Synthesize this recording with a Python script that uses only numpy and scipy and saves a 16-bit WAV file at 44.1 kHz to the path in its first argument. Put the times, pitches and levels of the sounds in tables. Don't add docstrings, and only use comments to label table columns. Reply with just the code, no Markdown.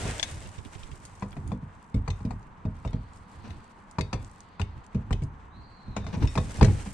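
import sys
import numpy as np
from scipy import signal
from scipy.fft import rfft, irfft, next_fast_len
from scipy.io import wavfile

SR = 44100
rng = np.random.default_rng(int(sys.argv[2]) if len(sys.argv) > 2 else 0)


def generate_wav(sig):
    pcm = np.round(np.clip(np.atleast_2d(sig).T, -1, 1) * 32767).astype(np.int16)
    wavfile.write(sys.argv[1], SR, pcm)


N = 305613
TIME = np.arange(N) / SR
AGE = np.arange(int(0.6 * SR)) / SR

# pitch_hz, level_db (per Hz)
HUSH_COLOUR = [(15, -31), (25, -4), (44, -3.5), (60, -17), (125, -15), (191, -6.5), (318, -19.5),
               (475, -19), (588, -22.5), (903, -12), (978, -11), (1910, -24.5), (2930, -38.5), (7890, -79),
               (15000, -76)]
HUSH_DB = -52.5
# middle_s, length_s, level_db
CHORUS_SWELLS = [(2.96,0.24,-67.5),(3.5,0.36,-64.5),(4.56,0.46,-67.5)]
CHORUS_REST_DB = -86
# time_s, pitch_hz
WHISTLE_GLIDE = [(5.50,3550),(5.55,4100),(5.66,4350),(5.90,4100),(6.0,3700),(6.11,3600)]
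WHISTLE_DB, WHISTLE_ATTACK_S, WHISTLE_RELEASE_S = -61.5, 0.046, 0.046
WHISTLE_BUZZ = 0.042

# pitch_hz, correlation (-1 to 1)
STEREO_LIKENESS = [(60,0.68),(250,0.99),(630,0.5),(1400,0.0035),(3000,0.64),(6500,0),(14000,0)]

# time_s, level_db
ARM_SPEED = [(0,-41),(.12,-46),(.42,-52.5),(.58,-60),(.82,-58),(1.5,-65.5),(1.8,-81),(5.8,-89),(6.2,-58.5),(6.54,-50),(6.93,-52)]
# pitch_hz, level_db (per Hz)
SLEEVE_COLOUR = [(150,-12),(300,7.5),(600,8.5),(1000,3),(1700,4.5),(2500,2),(3500,-3),(5000,-10.5),(8000,-11),(12000,-41)]
# pitch_hz, level_db (per Hz)
FIBRE_COLOUR = [(2500,-17.5),(4500,-4.5),(6500,-2.5),(8500,0.5),(10000,-8.5),(12000,-24.5),(15000,-25)]
# pitch_hz, level_db (per Hz)
RUBBED_COLOUR = [(20,14),(43,0.5),(60,11),(80,11.5),(110,10.5),(150,1.5),(200,-3.5),(290,-3),(420,-15.5),(800,-58)]
# middle_s, length_s, level_db
MESH_BRUSHES = [(1.85,0.14,-78),(2.28,0.22,-75),(2.86,0.13,-74.5),(3.18,0.051,-72),(3.5,0.5,-74.5),(4.26,.22,-71)]
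# middle_s, length_s, level_db
WEIGHT_SHIFTS = [(1.44,.14,-42),(2.77,.08,-46),(3.5,.14,-39.5),(4.77,0.069,-48.5),(5.62,0.2,-53),(6.04,0.2,-40.5),(6.245,0.041,-26),(6.68,.1,-28)]
SLEEVE_DB, FIBRE_DB, GRUMBLE_DB = 2.5, -2, -13
SLEEVE_REST_DB, FIBRE_REST_DB, GRUMBLE_REST_DB = -67, -87, -59.5
GRUMBLE_FOLLOWS = 0.65
SETTLE_DB, SETTLE_T60_S = -13, 0.73
# time_s, thud_db
CLOTHING_BUMPS = [(0.454,-38.5),(0.580,-38),(0.649,-40),(0.750,-39.5),(0.780,-45),(0.83,-36),(0.913,-39.5)]
SWISH_DB = -17

# middle_s, length_s, level_db
DECK_DRAGS = [(.065,.04,-34),(3.49,0.063,-43.5),(6.04,0.23,-53),(6.145,0.051,-40),(6.24,0.053,-41.5),(6.4,0.029,-48),(6.58,0.058,-42.5)]
# pitch_hz, level_db (per Hz)
DECK_COLOUR = [(110,-1),(200,15),(330,-5.5),(450,9.5),(570,-1.5),(900,2),(1250,-8.5),(1800,-13),(2500,-12),(3100,-22),(3700,-18),(6000,-21),(12000,-56)]
# time_s, level_db, centre_hz
TACKLE_TICKS = [(1.052,-37.5,7560),(1.153,-50,7000),(1.197,-51,6550),(1.317,-50,4430),(1.329,-43.5,2780),(1.475,-44.5,7850),(2.429,-58,5940),(3.134,-52,7040),(3.173,-54,7600),(3.911,-45.5,7100),(4.245,-45,6700),(4.296,-57,6930),(4.313,-52,7400),(4.405,-42.5,6900),(4.840,-56,6960),(4.864,-50.5,7400),(5.235,-45,7440)]
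# time_s, crack_db, tube_ring_db, knock_db
HANDLE_CLACKS = [(0.1956, -17.5, -39, -37), (0.2282, -11, -28, -35), (2.103, -27, -38, -49),
                 (2.8746, -39.5, -41, -44), (3.5043, -37.5, -49, -53), (4.0089, -21.5, -29.5, -55),
                 (4.6146, -23, -36.5, -38), (5.127, -23, -36.5, -36.5), (6.2735, -33.5, -29, -61),
                 (6.3757, -33, -30, -23)]
# pitch_hz, level_db, fall_by_60_db_s
HANDLE_MODES = [(1230,-21,0.1),(1660,-13,0.14),(1950,-8,0.43),(2180,-4,0.28),(2490,2,0.22),(2570,3,0.14),(2960,-17,0.16),(3250,-12,.13),(3500,-8.5,0.19),(3630,2,0.23),(3770,-7,0.57),(4600,-12,0.18),(5430,-9,0.21),(6260,-6,.07),(6700,-10,.05)]
# pitch_hz, level_db (per Hz)
CLACK_COLOUR = [(900,-25),(1800,-2),(2500,4),(3600,1.5),(4600,-4),(6600,-7),(8500,-12),(10500,-26),(15000,-44)]

# time_s, shell_boom_db, panels_db, knock_db, crack_db
HULL_BLOWS = [(0.0519,-34.5,-29.5,-40.5,-46), (0.0783,-43,-41,-48,-41), (1.223,-37.5,-31,-32,-40.5),
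              (1.366,-41,-33.5,-41.5,-48), (1.517,-35.5,-28,-36,-44), (1.6234,-45,-35,-66,-72),
              (1.943,-24,-24.5,-50,-39.5), (2.0773,-31,-35,-31,-34.5), (2.2047,-38.5,-39,-47.5,-54),
              (2.2502,-31,-26.5,-51,-43.5), (2.3065,-36.5,-39.5,-36,-42.5), (2.6518,-29.5,-27.5,-44.5,-49),
              (2.8492,-29.5,-33,-36,-42.5), (2.9305,-31,-27,-45.5,-43), (3.9844,-28,-25.5,-24.5,-31),
              (4.129,-30,-31,-27,-26.5), (4.596,-29,-34,-32.5,-36), (4.9458,-28,-22.5,-49,-44),
              (5.107,-23,-31.5,-33.5,-40), (5.22,-31,-28,-56,-45), (5.8783,-37.5,-40.5,-63,-57),
              (5.9645,-35.5,-31.5,-28,-28), (6.043,-41,-53,-44,-48), (6.065,-44,-38.5,-37,-38.5),
              (6.162,-31.5,-31,-45,-56), (6.2242,-24.5,-47,-36.5,-35.5), (6.354,-32,-27.5,-32.5,-30.5),
              (6.3764,-27,-23.5,-28,-27), (6.611,-14,-15.5,-21,-25), (6.6254,-18.5,-26.5,-28.5,-21),
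              (6.6454,-21,-27,-34.5,-23.5), (6.682,-29,-23,-34,-41), (6.8595,-51,-33.5,-46,-50)]
# pitch_hz, level_db, fall_by_60_db_s
HULL_MODES = [(44,-5.5,0.56),(55,-11,0.3),(71.3,-7.5,0.61),(86.3,-1.5,0.3),(102.2,0,0.38),(122.1,-2.5,0.25),(146.4,3.5,0.26),(171.7,1,0.2),(197.8,5,0.25),(231.4,-2.5,0.27),(251.8,-5,0.25),(281.4,-8.5,0.28),(301.5,-4,0.21),(324,-16,0.12),(368.2,-7,0.19),(399.7,-2.5,0.24),(434,-4.5,0.2),(473.2,-2.5,0.14),(497.3,-3.5,0.21),(545,-9,0.16),(638.6,-7,0.2)]
# pitch_hz, level_db, fall_by_60_db_s
WOOD_MODES = [(830,-2.5,0.072),(964,-1,0.066),(1088,0,0.064),(1218,-7.5,0.096),(1384,-5.5,0.05),(1570,-10,0.033),(2417,-4,0.035)]
# pitch_hz, level_db (per Hz)
KNOCK_COLOUR = [(300,-18),(480,-10.5),(570,-2.5),(660,6.5),(780,6),(1000,3),(1250,-7.5),(1600,-13.5),(2100,-12.5),(3200,-54.5)]
# pitch_hz, level_db (per Hz)
CRACK_COLOUR = [(900,-17),(1700,2),(2500,4),(3100,-3.5),(3700,-1.5),(4600,-7),(7000,-47)]
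# pitch_hz, level_db (per Hz)
SNAP_COLOUR = [(3000,-18),(4700,5.5),(6800,1.5),(8500,-2),(10000,-14),(11500,-34),(15000,-49)]
WOOD_DB, SNAP_DB = -12.5, -19.5
STIFF_DB, STIFF_FOLLOWS_KNOCK = -11.5, 0.37
STIFFENING, USUAL_BOOM_DB = 0.25, -31


def from_db(db):
    return 10 ** (np.asarray(db) / 20)


def rms_one(x):
    return x / np.sqrt(np.mean(x ** 2) + 1e-20)


def unit_onset(x):
    onset = x[..., :int(0.03 * SR)]
    return x / np.sqrt(np.mean(onset ** 2) + 1e-20)


def in_time(rows):
    s, *columns = np.transpose(rows)
    return [np.interp(TIME, s, column) for column in columns]


def at_hz(points, hz):
    point_hz, value = np.transpose(points)
    return np.interp(np.log(hz + 1), np.log(point_hz), value)


def drift(rate, size=N):
    knots = rng.standard_normal(int(size / SR * rate) + 2)
    return rms_one(np.interp(np.arange(size) / SR * rate, np.arange(len(knots)), knots))


def noise(colour, size=N, alike=None, ripple_db=0):
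    padded = next_fast_len(size)
    hz = np.arange(padded // 2 + 1) * SR / padded
    ripple = ripple_db * np.interp(hz, np.linspace(0, SR / 2, 160), rng.standard_normal(160))
    white = rfft(rng.standard_normal((2, padded)))
    mid, side = white * from_db(at_hz(colour, hz) + ripple)
    likeness = at_hz(STEREO_LIKENESS, hz) if alike is None else alike
    likeness = np.clip(likeness, -1, 1)
    stereo = np.sqrt(1 + likeness) * mid + np.sqrt(1 - likeness) * side * [[1], [-1]]
    return rms_one(irfft(stereo, padded)[:, :size])


def pan(left_db):
    return from_db(np.array([[left_db], [-left_db]]) / 2)


def dying(t60):
    return from_db(-60 * AGE / np.maximum(t60, 0.002))


def swells(rows):
    return sum(from_db(db) * np.exp(-2 * ((TIME - s) / length) ** 2) for s, length, db in rows)


def add(out, s, sound):
    start = max(round(s * SR), 0)
    out[:, start:start + len(AGE)] += sound[:, :N - start]


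def ring(modes, spread_db, rise_s, detune, side_db):
    hz, db, t60 = np.transpose(modes)[:, :, None]
    hz = hz * (1 + detune * rng.standard_normal(hz.shape))
    strength = from_db(db + spread_db * rng.standard_normal(hz.shape))
    strength = strength * rng.choice([-1, 1], hz.shape)
    fade = dying(t60) + from_db(-0.5) * dying(0.31 * t60)
    swing = strength * fade * (1 - np.exp(-AGE / rise_s))
    phase = 2 * np.pi * hz * AGE
    mid = np.sum(swing * np.sin(phase), axis=0)
    side = np.sum(swing * np.cos(phase) * rng.choice([-1, 1], hz.shape), axis=0)
    return unit_onset(mid) + from_db(side_db) * unit_onset(side) * [[1], [-1]]


def contact(colour, t60, rise_s, chatter_db, tail_db, tail_s, alike):
    chatter = from_db(chatter_db * drift(1144, size=len(AGE)))
    fade = dying(t60) * chatter + from_db(tail_db) * dying(tail_s)
    envelope = fade * (1 - np.exp(-AGE / rise_s))
    return unit_onset(noise(colour, size=len(AGE), alike=alike, ripple_db=6.0) * envelope)


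def riverside():
    hush = from_db(HUSH_DB + 0.5 * drift(8.1)) * noise(HUSH_COLOUR)
    chorus_colour = [(2800, -7.5), (3900, -9), (4500, -5.5), (5600, -25.0), (8000, -49)]
    chorus = (swells(CHORUS_SWELLS) + from_db(CHORUS_REST_DB)) * noise(chorus_colour)
    tone = from_db(-89 + 2 * drift(8)) * np.sin(2 * np.pi * 6140 * TIME)
    return hush + chorus + tone


def bird():
    hz, = in_time(WHISTLE_GLIDE)
    attack = (TIME - WHISTLE_GLIDE[0][0]) / WHISTLE_ATTACK_S
    release = (WHISTLE_GLIDE[-1][0] - TIME) / WHISTLE_RELEASE_S
    singing = np.clip(np.minimum(attack, release), 0, 1)
    buzz = WHISTLE_BUZZ * (hz / hz.max()) ** 4
    phase = 2 * np.pi * np.cumsum(hz * (1 + buzz * drift(700))) / SR
    call = from_db(WHISTLE_DB) * singing * np.sin(phase)
    echoes = rng.standard_normal((2, len(AGE))) * dying(0.3)
    echoes /= np.sqrt(np.sum(echoes ** 2, axis=1, keepdims=True))
    echoed = signal.fftconvolve(call[None], echoes, axes=1)[:, :N]
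    return (0.68 * call + 0.77 * echoed) * pan(-5.0)


def clothing_bumps():
    out = np.zeros((2, N))
    for s, db in CLOTHING_BUMPS:
        thud = contact(RUBBED_COLOUR, t60=0.13, rise_s=0.0072, chatter_db=0.5,
                       tail_db=-25, tail_s=0.22, alike=0.3)
        swish = contact(CLACK_COLOUR, t60=0.051, rise_s=0.0028, chatter_db=4,
                        tail_db=-29, tail_s=0.15, alike=0.1)
        add(out, s, from_db(db - 5.5) * thud * pan(-15.5) + from_db(db + SWISH_DB) * swish)
    return out


def sleeve_rustle(sliding, catching):
    level = np.hypot(from_db(SLEEVE_DB) * sliding, from_db(SLEEVE_REST_DB))
    return level * from_db(2.94 * catching) * noise(SLEEVE_COLOUR)


def fibre_crackle(sliding, catching):
    fibre_db = 20 * np.log10(from_db(FIBRE_DB) * sliding + swells(MESH_BRUSHES) + from_db(FIBRE_REST_DB))
    snags = (rng.random(N) < 55 / SR) * from_db(3.2 * rng.standard_normal(N))
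    crackle = rms_one(signal.fftconvolve(snags, dying(0.006))[:N])
    crackle = crackle * from_db(-5 - 0.19 * (fibre_db + 71))
    grain = from_db(2 * drift(470)) + crackle
    return from_db(fibre_db - 0.5 + 2.0 * catching) * grain * noise(FIBRE_COLOUR)


def settling():
    power = np.zeros((1, N))
    for s, boom_db, *_ in HULL_BLOWS:
        gain = from_db(boom_db + SETTLE_DB) * dying(SETTLE_T60_S) * (1 - dying(0.11))
        add(power, s, gain[None] ** 2)
    return np.sqrt(power[0])


def hull_grumble(sliding):
    load = from_db(GRUMBLE_DB) * sliding ** GRUMBLE_FOLLOWS + swells(WEIGHT_SHIFTS)
    load = load + settling() + from_db(GRUMBLE_REST_DB)
    return load * from_db(3.96 * drift(22)) * noise(RUBBED_COLOUR, alike=0.87) * pan(-1.8)


def handling():
    arm_db, = in_time(ARM_SPEED)
    catching = drift(45)
    sliding = from_db(arm_db) / (1 + from_db(1.9 * (-64.5 - arm_db)))
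    return sleeve_rustle(sliding, catching) + fibre_crackle(sliding, catching) + hull_grumble(sliding)


def deck_scrape():
    slips = (rng.random(N) < 170 / SR) * from_db(1.4 * rng.standard_normal(N))
    grip = rms_one(signal.fftconvolve(slips, dying(0.088))[:N])
    return swells(DECK_DRAGS) * grip * noise(DECK_COLOUR, alike=0.55, ripple_db=3.5) * pan(2.1)


def tackle_ticks():
    out = np.zeros((2, N))
    for s, db, hz in TACKLE_TICKS:
        colour = [(hz / 4, -16), (hz, 0), (hz * 1.29, -3), (hz * 1.34, -28)]
        tick = contact(colour, t60=0.015, rise_s=0.00045, chatter_db=8,
                       tail_db=-12, tail_s=0.1, alike=0.11)
        add(out, s, from_db(db - 14) * tick)
    return out


def handle_clacks():
    out = np.zeros((2, N))
    for s, crack_db, ring_db, knock_db in HANDLE_CLACKS:
        tube = ring(HANDLE_MODES, spread_db=6.5, rise_s=0.00034, detune=0.0017, side_db=-4.5)
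        crack = contact(CLACK_COLOUR, t60=0.029, rise_s=0.001, chatter_db=1.5,
                        tail_db=-26.5, tail_s=0.36, alike=-0.098)
        knock = contact(KNOCK_COLOUR, t60=0.037, rise_s=0.00024, chatter_db=2.5,
                        tail_db=-28, tail_s=0.17, alike=0.56)
        metal = from_db(crack_db - 19.5) * crack + from_db(ring_db - 19.0) * tube
        add(out, s, metal * pan(6.9) + from_db(knock_db - 9.5) * knock)
    return out


def hull_blows():
    out = np.zeros((2, N))
    shell, wide, stiff = HULL_MODES[:6], HULL_MODES[6:12], HULL_MODES[12:]
    for s, boom_db, panel_db, knock_db, crack_db in HULL_BLOWS:
        stiff_db = panel_db + STIFF_FOLLOWS_KNOCK * (knock_db - panel_db)
        stiff_db += STIFFENING * (boom_db - USUAL_BOOM_DB) + STIFF_DB
        boom = ring(shell, spread_db=3, rise_s=0.0078, detune=0.027, side_db=-24.5)
        wide_ring = ring(wide, spread_db=5, rise_s=0.0039, detune=0.022, side_db=-24.5)
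        stiff_ring = ring(stiff, spread_db=3.0, rise_s=0.0055, detune=0.016, side_db=-9.5)
        wood = ring(WOOD_MODES, spread_db=3.0, rise_s=0.00039, detune=0.023, side_db=-6)
        knock = contact(KNOCK_COLOUR, t60=0.042, rise_s=0.0013, chatter_db=1.0,
                        tail_db=-20, tail_s=0.33, alike=0.64)
        crack = contact(CRACK_COLOUR, t60=0.051, rise_s=0.001, chatter_db=1.5,
                        tail_db=-18.0, tail_s=0.3, alike=0.68)
        snap = contact(SNAP_COLOUR, t60=0.052, rise_s=0.001, chatter_db=4.0,
                       tail_db=-16, tail_s=0.22, alike=-0.58)
        blow = from_db(boom_db) * boom * pan(-0.36)
        blow += from_db(panel_db - 3.0) * wide_ring * pan(-0.7)
        blow += from_db(stiff_db) * stiff_ring * pan(-2.0)
        blow += from_db(knock_db + WOOD_DB) * wood * pan(5)
        blow += from_db(knock_db - 10.5) * knock * pan(7.0)
        blow += from_db(crack_db - 17.0) * crack * pan(11.4)
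        blow += from_db(crack_db + SNAP_DB) * snap * pan(5.3)
        add(out, s, blow)
    return out


def scene():
    gear = hull_blows() + handle_clacks() + tackle_ticks() + deck_scrape()
    gear = np.array([gear[0], np.roll(gear[1], 1)])
    return riverside() + bird() + clothing_bumps() + handling() + gear


def record(dry):
    bass_cut = signal.butter(2, 22, "high", fs=SR, output="sos")
    top_cut = signal.cheby2(14, 70, 15700, fs=SR, output="sos")
    return signal.sosfilt(top_cut, signal.sosfilt(bass_cut, dry))


dry = scene()
out = record(dry)
generate_wav(out)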